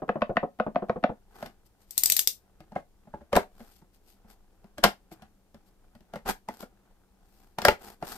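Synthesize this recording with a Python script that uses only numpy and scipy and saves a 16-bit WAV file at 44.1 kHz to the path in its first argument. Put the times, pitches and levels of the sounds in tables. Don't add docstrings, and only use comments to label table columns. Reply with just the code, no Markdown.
import sys
import numpy as np
from scipy import signal
from scipy.fft import rfft, irfft, next_fast_len
from scipy.io import wavfile
from scipy.ndimage import uniform_filter1d

SR = 44100
rng = np.random.default_rng(int(sys.argv[2]) if len(sys.argv) > 2 else 0)


def unload_audio(sound):
    columns = np.transpose(np.atleast_2d(sound))
    steps = np.round(np.clip(columns, -1, 1) * 32767)
    wavfile.write(sys.argv[1], SR, steps.astype(np.int16))


N = 360289
AGE = np.arange(SR // 3) / SR
CUTOFF_HZ = 16570


def from_db(db):
    return 10 ** (np.asarray(db) / 20)


def at_hz(points, hz):
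    return np.interp(np.log(np.maximum(hz, 1)), np.log(np.array(points)[:, 0]), np.array(points)[:, 1])


def lowpass(x, order, hz):
    return signal.sosfilt(signal.butter(order, hz, fs=SR, output="sos"), x)


def fade(t60):
    return np.exp(-np.log(1000) * AGE / max(t60, 1e-4))


def swell(peak_s, rise_s, fall_s):
    t = np.arange(N) / SR - peak_s
    return np.exp(-np.minimum((t / np.where(t < 0, rise_s, fall_s)) ** 2, 40))


def wander(per_s):
    return np.interp(np.arange(N) / SR * per_s, np.arange(N), rng.standard_normal(N))


def normalize(x):
    power = uniform_filter1d(x.mean(0) ** 2, size=SR // 100, mode="constant")
    return x / np.sqrt(power.max() + 1e-20)


def add(out, start_s, sound):
    start = round(start_s * SR)
    sound, start = sound[:, max(-start, 0):], max(start, 0)
    out[:, start:start + sound.shape[1]] += sound[:, :N - start]


# freq_hz, lag_rad
RIGHT_LAG = [(200, 0.5), (650, 0.13), (950, 0.69), (1400, 0.95), (2100, 1.6), (2900, -.5), (6000, -1)]


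def pan(hz, balance):
    tilt = from_db(at_hz(balance, hz))
    return np.array([tilt, np.exp(-1j * at_hz(RIGHT_LAG, hz))]) / np.sqrt(1 + tilt ** 2)


# freq_hz, likeness
STEREO_LIKENESS = [(60, 1), (600, 0.6), (1400, 0.97), (3000, -2.22), (7000, 0.22), (14000, 0.44)]


def noise(spectrum, balance, size):
    padded = next_fast_len(size, True)
    hz = np.fft.rfftfreq(padded, 1 / SR)
    alike = np.clip(at_hz(STEREO_LIKENESS, hz), 0, 1)
    mid, side = rfft(rng.standard_normal((2, padded)))
    side = side * np.sqrt((1 - alike) / (1 + alike))
    panned = np.array([mid + side, mid - side]) * pan(hz, balance)
    x = irfft(panned * from_db(at_hz(spectrum, hz)), padded)[:, :size]
    return x / x.mean(0).std()


def room(x, wet_db, t60=0.16):
    flat = [(20, 0), (20000, 0)]
    tail = noise(flat, flat, len(AGE)) * fade(t60) * (1 - fade(0.014))
    tail /= np.linalg.norm(tail, axis=1, keepdims=True)
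    return x + from_db(wet_db) * signal.fftconvolve(x, tail, axes=1)[:, :x.shape[1]]


# freq_hz, level_db
ROOM_TONE = [(12, -23), (20, 10), (86, -9), (123, -9.5), (154, -22.5), (198, -2), (216, -18), (319, -14),
             (357, -15.5), (698, -23.5), (976, -26), (1530, -35.5), (3070, -37.5), (12800, -38),
             (16000, -40)]
# freq_hz, left_over_right_db
ROOM_PAN = [(100, 1.7), (600, 1), (3000, 1), (13000, 2.7)]


def room_tone(level_db=-62):
    return from_db(level_db) * noise(ROOM_TONE, ROOM_PAN, N)


def ring(modes, balance, spread_db, detune):
    out = np.zeros((2, len(AGE)))
    for k, (hz, db, t60) in enumerate(modes):
        spot, grip = rng.standard_normal(2)
        swing = pan(hz, balance)[:, None] * np.exp(2j * np.pi * hz * (1 + detune * grip) * AGE)
        out += (-1) ** k * from_db(db + spread_db * spot) * swing.imag * fade(t60)
    return out


def burst(spectrum, balance, t60):
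    return normalize(noise(spectrum, balance, len(AGE)) * fade(t60) * (1 - fade(0.0028)))


# freq_hz, left_over_right_db
DESK_PAN = [(100, 2), (600, .5), (1400, 0.33), (2600, 5.4), (4000, 3.5), (7000, 1.7), (13000, 13)]
# freq_hz, level_db
DESK_WASH = [(40, -11), (120, -8), (330, 2), (700, 1.5), (1300, -1.5), (2500, -24), (4000, -29.5),
             (9000, -60.5)]
# low_hz, high_hz
HIT_BANDS = [(0, 350), (350, 950), (950, 3000)]


def desk_hit(modes, levels_db, contact_s, chatter, late_s=0, wash_db=-15):
    force = rng.standard_normal(len(AGE)) * np.exp(-(AGE / max(contact_s, 5e-4)) ** 2)
    force *= chatter / np.linalg.norm(force)
    force[0] += 1
    out = from_db(levels_db[1] + wash_db) * burst(DESK_WASH, DESK_PAN, t60=0.084)
    for (low, high), db, delay_s in zip(HIT_BANDS, levels_db, (late_s, late_s, 0)):
        band_modes = [mode for mode in modes if low <= mode[0] < high]
        body = lowpass(ring(band_modes, DESK_PAN, spread_db=3.0, detune=0.014), 3, 1.7 * high)
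        push = np.pad(force, (round(delay_s * SR), 0))
        out += from_db(db) * normalize(signal.fftconvolve(body, push[None], axes=1)[:, :len(AGE)])
    return out


# start_s, strength_db, hardness_db, held_s
PRESSES = [(-0.045, -19, -10, .065), (0.0908, -0.5, -1, 0.065), (0.219, 0, 4.5, 0.075),
           (0.3687, -0.5, 9.5, 0.06), (0.5987, -1.5, 2.5, 0.066), (0.758, 2, -7.5, .063),
           (0.8957, 0, -12, 0.063), (1.0385, 6, -4.5, 0.054)]
# base_db, db_per_strength_db, db_per_hardness_db
PRESS_MIX = [(-29.5, 1, 0.22), (-21, 0.5, 0), (-28, 0.5, 0.52), (-44, 2, 1.03)]
# pitch_hz, level_db, t60_s
PRESS_MODES = [(154, -17, 0.086), (210.9, 0, .055), (283.5, -9, 0.022), (434.7, -13, 0.018),
               (513.6, -3, 0.036), (607, -3.5, 0.036), (716, 1, 0.037), (870, -5.5, 0.0042),
               (1060, -11, 0.028), (1255, -7.5, 0.026), (1513, -8, 0.03), (1563, -7.5, 0.015),
               (1850, -8, 0.0099), (2280, -11.5, 0.0023), (2591, -24.5, 0.036)]
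# freq_hz, level_db
PRESS_CRACK = [(1500, 1.5), (2500, 10.5), (3500, -0.5), (5000, -11.5), (7000, -30.5), (15000, -44.5)]


def knife_presses(travel_s=0.011, touch_db=-22):
    out = np.zeros((2, N))
    for start_s, strength, hardness, _ in PRESSES:
        *body_db, crack_db = np.array(PRESS_MIX) @ [1, strength, hardness]
        touch_levels = np.array(body_db) + touch_db + [8, 0, -5]
        touch = desk_hit(PRESS_MODES, touch_levels, contact_s=0.0072, chatter=8.5)
        tick = from_db(-70.5) * burst(KNOCK_CRACK, DESK_PAN, t60=0.04)
        add(out, start_s - travel_s, touch + tick)
        hit = desk_hit(PRESS_MODES, body_db, contact_s=0.0046, chatter=0.66, late_s=0.002)
        crack = from_db(crack_db) * burst(PRESS_CRACK, DESK_PAN, t60=0.018)
        add(out, start_s, room(hit + crack, wet_db=-10))
    return out


def knife_releases(hardness_share=0.33, finger_cut_hz=800, rub_db=-20):
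    out = np.zeros((2, N))
    for start_s, _, hardness, held_s in PRESSES:
        body_db = np.array([-35.5, -30, -44.5]) + hardness_share * hardness
        hit = desk_hit(PRESS_MODES, body_db, contact_s=0.017, chatter=4.8, wash_db=0.5)
        hit = lowpass(hit, 2, finger_cut_hz)
        rub = from_db(body_db[-1] + rub_db) * burst(PRESS_CRACK, DESK_PAN, t60=0.07)
        add(out, start_s + held_s, room(hit + rub, wet_db=-9.5))
    return out


# peak_s, swell_s, speed_db, pressure_db
STROKES = [(1.415, 0.071, -28.5, 2), (1.665, 0.011, -32, -36), (1.819, 0.026, -34.5, -16.5),
           (3.366, 0.0066, 5, 1.5), (3.64, 0.079, -31.5, -6), (3.751, .048, -29.5, -37.5),
           (3.95, .018, -34, -29), (4.105, 0.046, -30, -19), (4.313, .023, -26, -7.5),
           (5.128, 0.012, -22, -16.5), (5.675, 0.016, -35.5, -22), (6.268, 0.0082, -15.5, 9.5),
           (6.297, 0.016, 1, 1.5), (6.541, 0.036, -27.5, -7.5), (6.615, 0.024, -17.5, -8),
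           (7.39, 0.12, -36, -16), (7.869, 0.051, -18.5, -3.5), (8.117, 0.058, -12, -7)]
# freq_hz, level_db
RUB = [(40, 0), (70, -3.5), (120, -27.5), (210, 4), (290, -6), (400, -1), (600, -9), (780, 3.5),
       (950, -6.5), (1500, -5.5), (2000, -17), (5500, -28.5), (9000, -30), (15000, -38.5)]
# freq_hz, level_db
HISS = [(1000, -24.5), (2000, -7.5), (2900, -5), (3700, -4.5), (4400, -3), (4950, -1), (5700, -6),
        (7000, -5.5), (8900, -3), (10600, -9), (12000, 0.5), (13200, 1), (14600, -7.5), (16000, -24.5)]


def slides(grain_db=4.0, catches_per_s=350):
    hand = from_db(-76 + 4 * wander(per_s=9))
    mid_travel_s = np.mean([start_s for start_s, _ in NOTCHES])
    slider = swell(mid_travel_s, rise_s=0.11, fall_s=0.11)
    hiss = from_db(-45) * slider
    rub = from_db(-66.5) * slider + hand
    for peak_s, swell_s, speed_db, pressure_db in STROKES:
        speed = swell(peak_s, swell_s, swell_s)
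        hiss += from_db(-35.5 + speed_db) * speed
        rub += from_db(-26.5 + speed_db + pressure_db) * speed
    for start_s, strength, _ in KNOCKS:
        rub += from_db(-30 + strength) * swell(start_s, rise_s=0.006, fall_s=0.038)
    grain = from_db(grain_db * wander(catches_per_s))
    friction = rub * noise(RUB, DESK_PAN, N) + hiss * noise(HISS, DESK_PAN, N)
    return room(friction * grain / np.sqrt(np.mean(grain ** 2)), wet_db=-9.5)


# start_s, strength_db, hardness_db
KNOCKS = [(1.426, -23.5, -2.5), (1.46, -32.5, 11), (2.604, -37, 4), (2.72, -36.5, -3.5),
          (2.759, -19.5, -11), (3.072, -47.5, -10), (3.139, -32, -15), (3.21, -44, -7.5), (3.329, -9.5, -4),
          (3.354, -10, 1), (3.369, -6, -11), (3.603, -37, -1.5), (3.819, -49, -2), (4.247, -56.5, -9),
          (4.642, -42, 1.5), (4.781, -24.5, 4), (4.8384, 1.5, 4.5), (4.846, -4.5, -1), (5.116, -35.5, -3.5),
          (5.221, -37, 5), (5.544, -39.5, 3.5), (5.951, -41, 4), (6.006, -49.5, 10), (6.136, -25, -2),
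          (6.157, -24, -0.5), (6.486, -20, -1), (6.627, -29.5, -1.5), (7.585, -15.5, 2.5),
          (7.618, -20.5, 9), (7.65, 1, 3), (7.683, 0.5, 1), (8.025, -21, -4.5)]
# base_db, db_per_strength_db, db_per_hardness_db
KNOCK_MIX = [(-31.5, 0.46, -.35), (-14.5, 0.98, -0.65), (-19, 1.16, 0.13), (-26, 1.1, 1)]
# pitch_hz, level_db, t60_s
KNOCK_MODES = [(68.5, -10, 0.1), (133, -14.5, 0.04), (147, -4.5, 0.062), (211, 5, 0.057), (247, -5.5, 0.09),
               (323, -9.5, 0.096), (395, -16, 0.097), (487, -5, 0.049), (579, 0, 0.055), (726, 2, 0.032),
               (835, -4, 0.024), (847, 1, 0.036), (1005, 3, 0.019), (1242, 3, 0.019), (1339, -8, .018),
               (1401, 0, 0.042), (1640, -3.5, 0.043), (1856, -4, 0.033), (2054, -3, 0.034),
               (2160, -1.5, 0.02), (2698, -7.5, .009), (2930, -9.5, .008)]
# freq_hz, level_db
KNOCK_CRACK = [(200, -19), (1200, -7), (2100, -0.5), (2950, 2), (3800, -2.5), (4900, -0.5), (6500, -9.5),
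               (9000, -8.5), (10800, -12.5), (13000, -4.5), (14500, -10.5), (16000, -28.5)]


def knocks():
    out = np.zeros((2, N))
    for start_s, strength, hardness in KNOCKS:
        *body_db, crack_db = np.array(KNOCK_MIX) @ [1, strength, hardness]
        contact_s = 0.0042 * from_db(-0.15 * strength)
        hit = desk_hit(KNOCK_MODES, body_db, contact_s, chatter=1.2)
        cut_hz = min(24000 * from_db(1.5 * hardness), CUTOFF_HZ)
        crack = from_db(crack_db) * lowpass(burst(KNOCK_CRACK, DESK_PAN, t60=0.023), 3, cut_hz)
        add(out, start_s, room(hit + crack, wet_db=-8))
    return out


# start_s, level_db
NOTCHES = [(1.908, -21.5), (1.9781, -1.5), (2.0349, 0), (2.0579, -0.5), (2.0996, -0.5), (2.1206, -1.5),
           (2.166, -2), (2.1918, -0.5), (2.2735, -0.5)]
# pitch_hz, level_db, t60_s
BLADE_MODES = [(2030, -12.5, .006), (2520, -7.5, 0.0047), (2804, -14, 0.0094), (3630, -6, 0.0084),
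               (3933, -6, 0.0071), (3950, 0, .005), (4770, -0.5, 0.006), (5650, 6.5, 0.0036)]
# freq_hz, level_db
SPRING_SNAP = [(100, -14), (1500, -21.5), (3200, -13.5), (3800, -6.5), (6500, -3), (8300, 2.5),
               (9500, -1.5), (10700, -8), (11600, 1.5), (12700, 6), (13900, 3), (14400, 5), (15000, -5.5),
               (16000, -6)]
# freq_hz, left_over_right_db
KNIFE_PAN = [(500, 4.3), (3500, 3.2), (7000, 1.2), (10000, 4.6), (13000, 16)]


def blade_ratchet(ring_db=-36, growth_db_per_s=30, snap_db=-20):
    out = np.zeros((2, N))
    for start_s, level_db in NOTCHES:
        blade_db = ring_db + growth_db_per_s * (start_s - NOTCHES[0][0])
        steel = ring(BLADE_MODES, KNIFE_PAN, spread_db=6.5, detune=0.054) * (1 - fade(0.0091))
        steel = from_db(blade_db) * normalize(steel)
        snap = from_db(snap_db) * burst(SPRING_SNAP, KNIFE_PAN, t60=0.02)
        add(out, start_s, from_db(level_db) * (room(steel, wet_db=-10) + room(snap, wet_db=-5.5)))
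    return out


def scene():
    return room_tone() + knife_presses() + knife_releases() + blade_ratchet() + slides() + knocks()


def record(dry):
    high_cut = signal.cheby2(14, 80, CUTOFF_HZ, fs=SR, output="sos")
    return signal.sosfilt(high_cut, np.clip(dry, -1, 1))


dry = scene()
out = record(dry)
unload_audio(out)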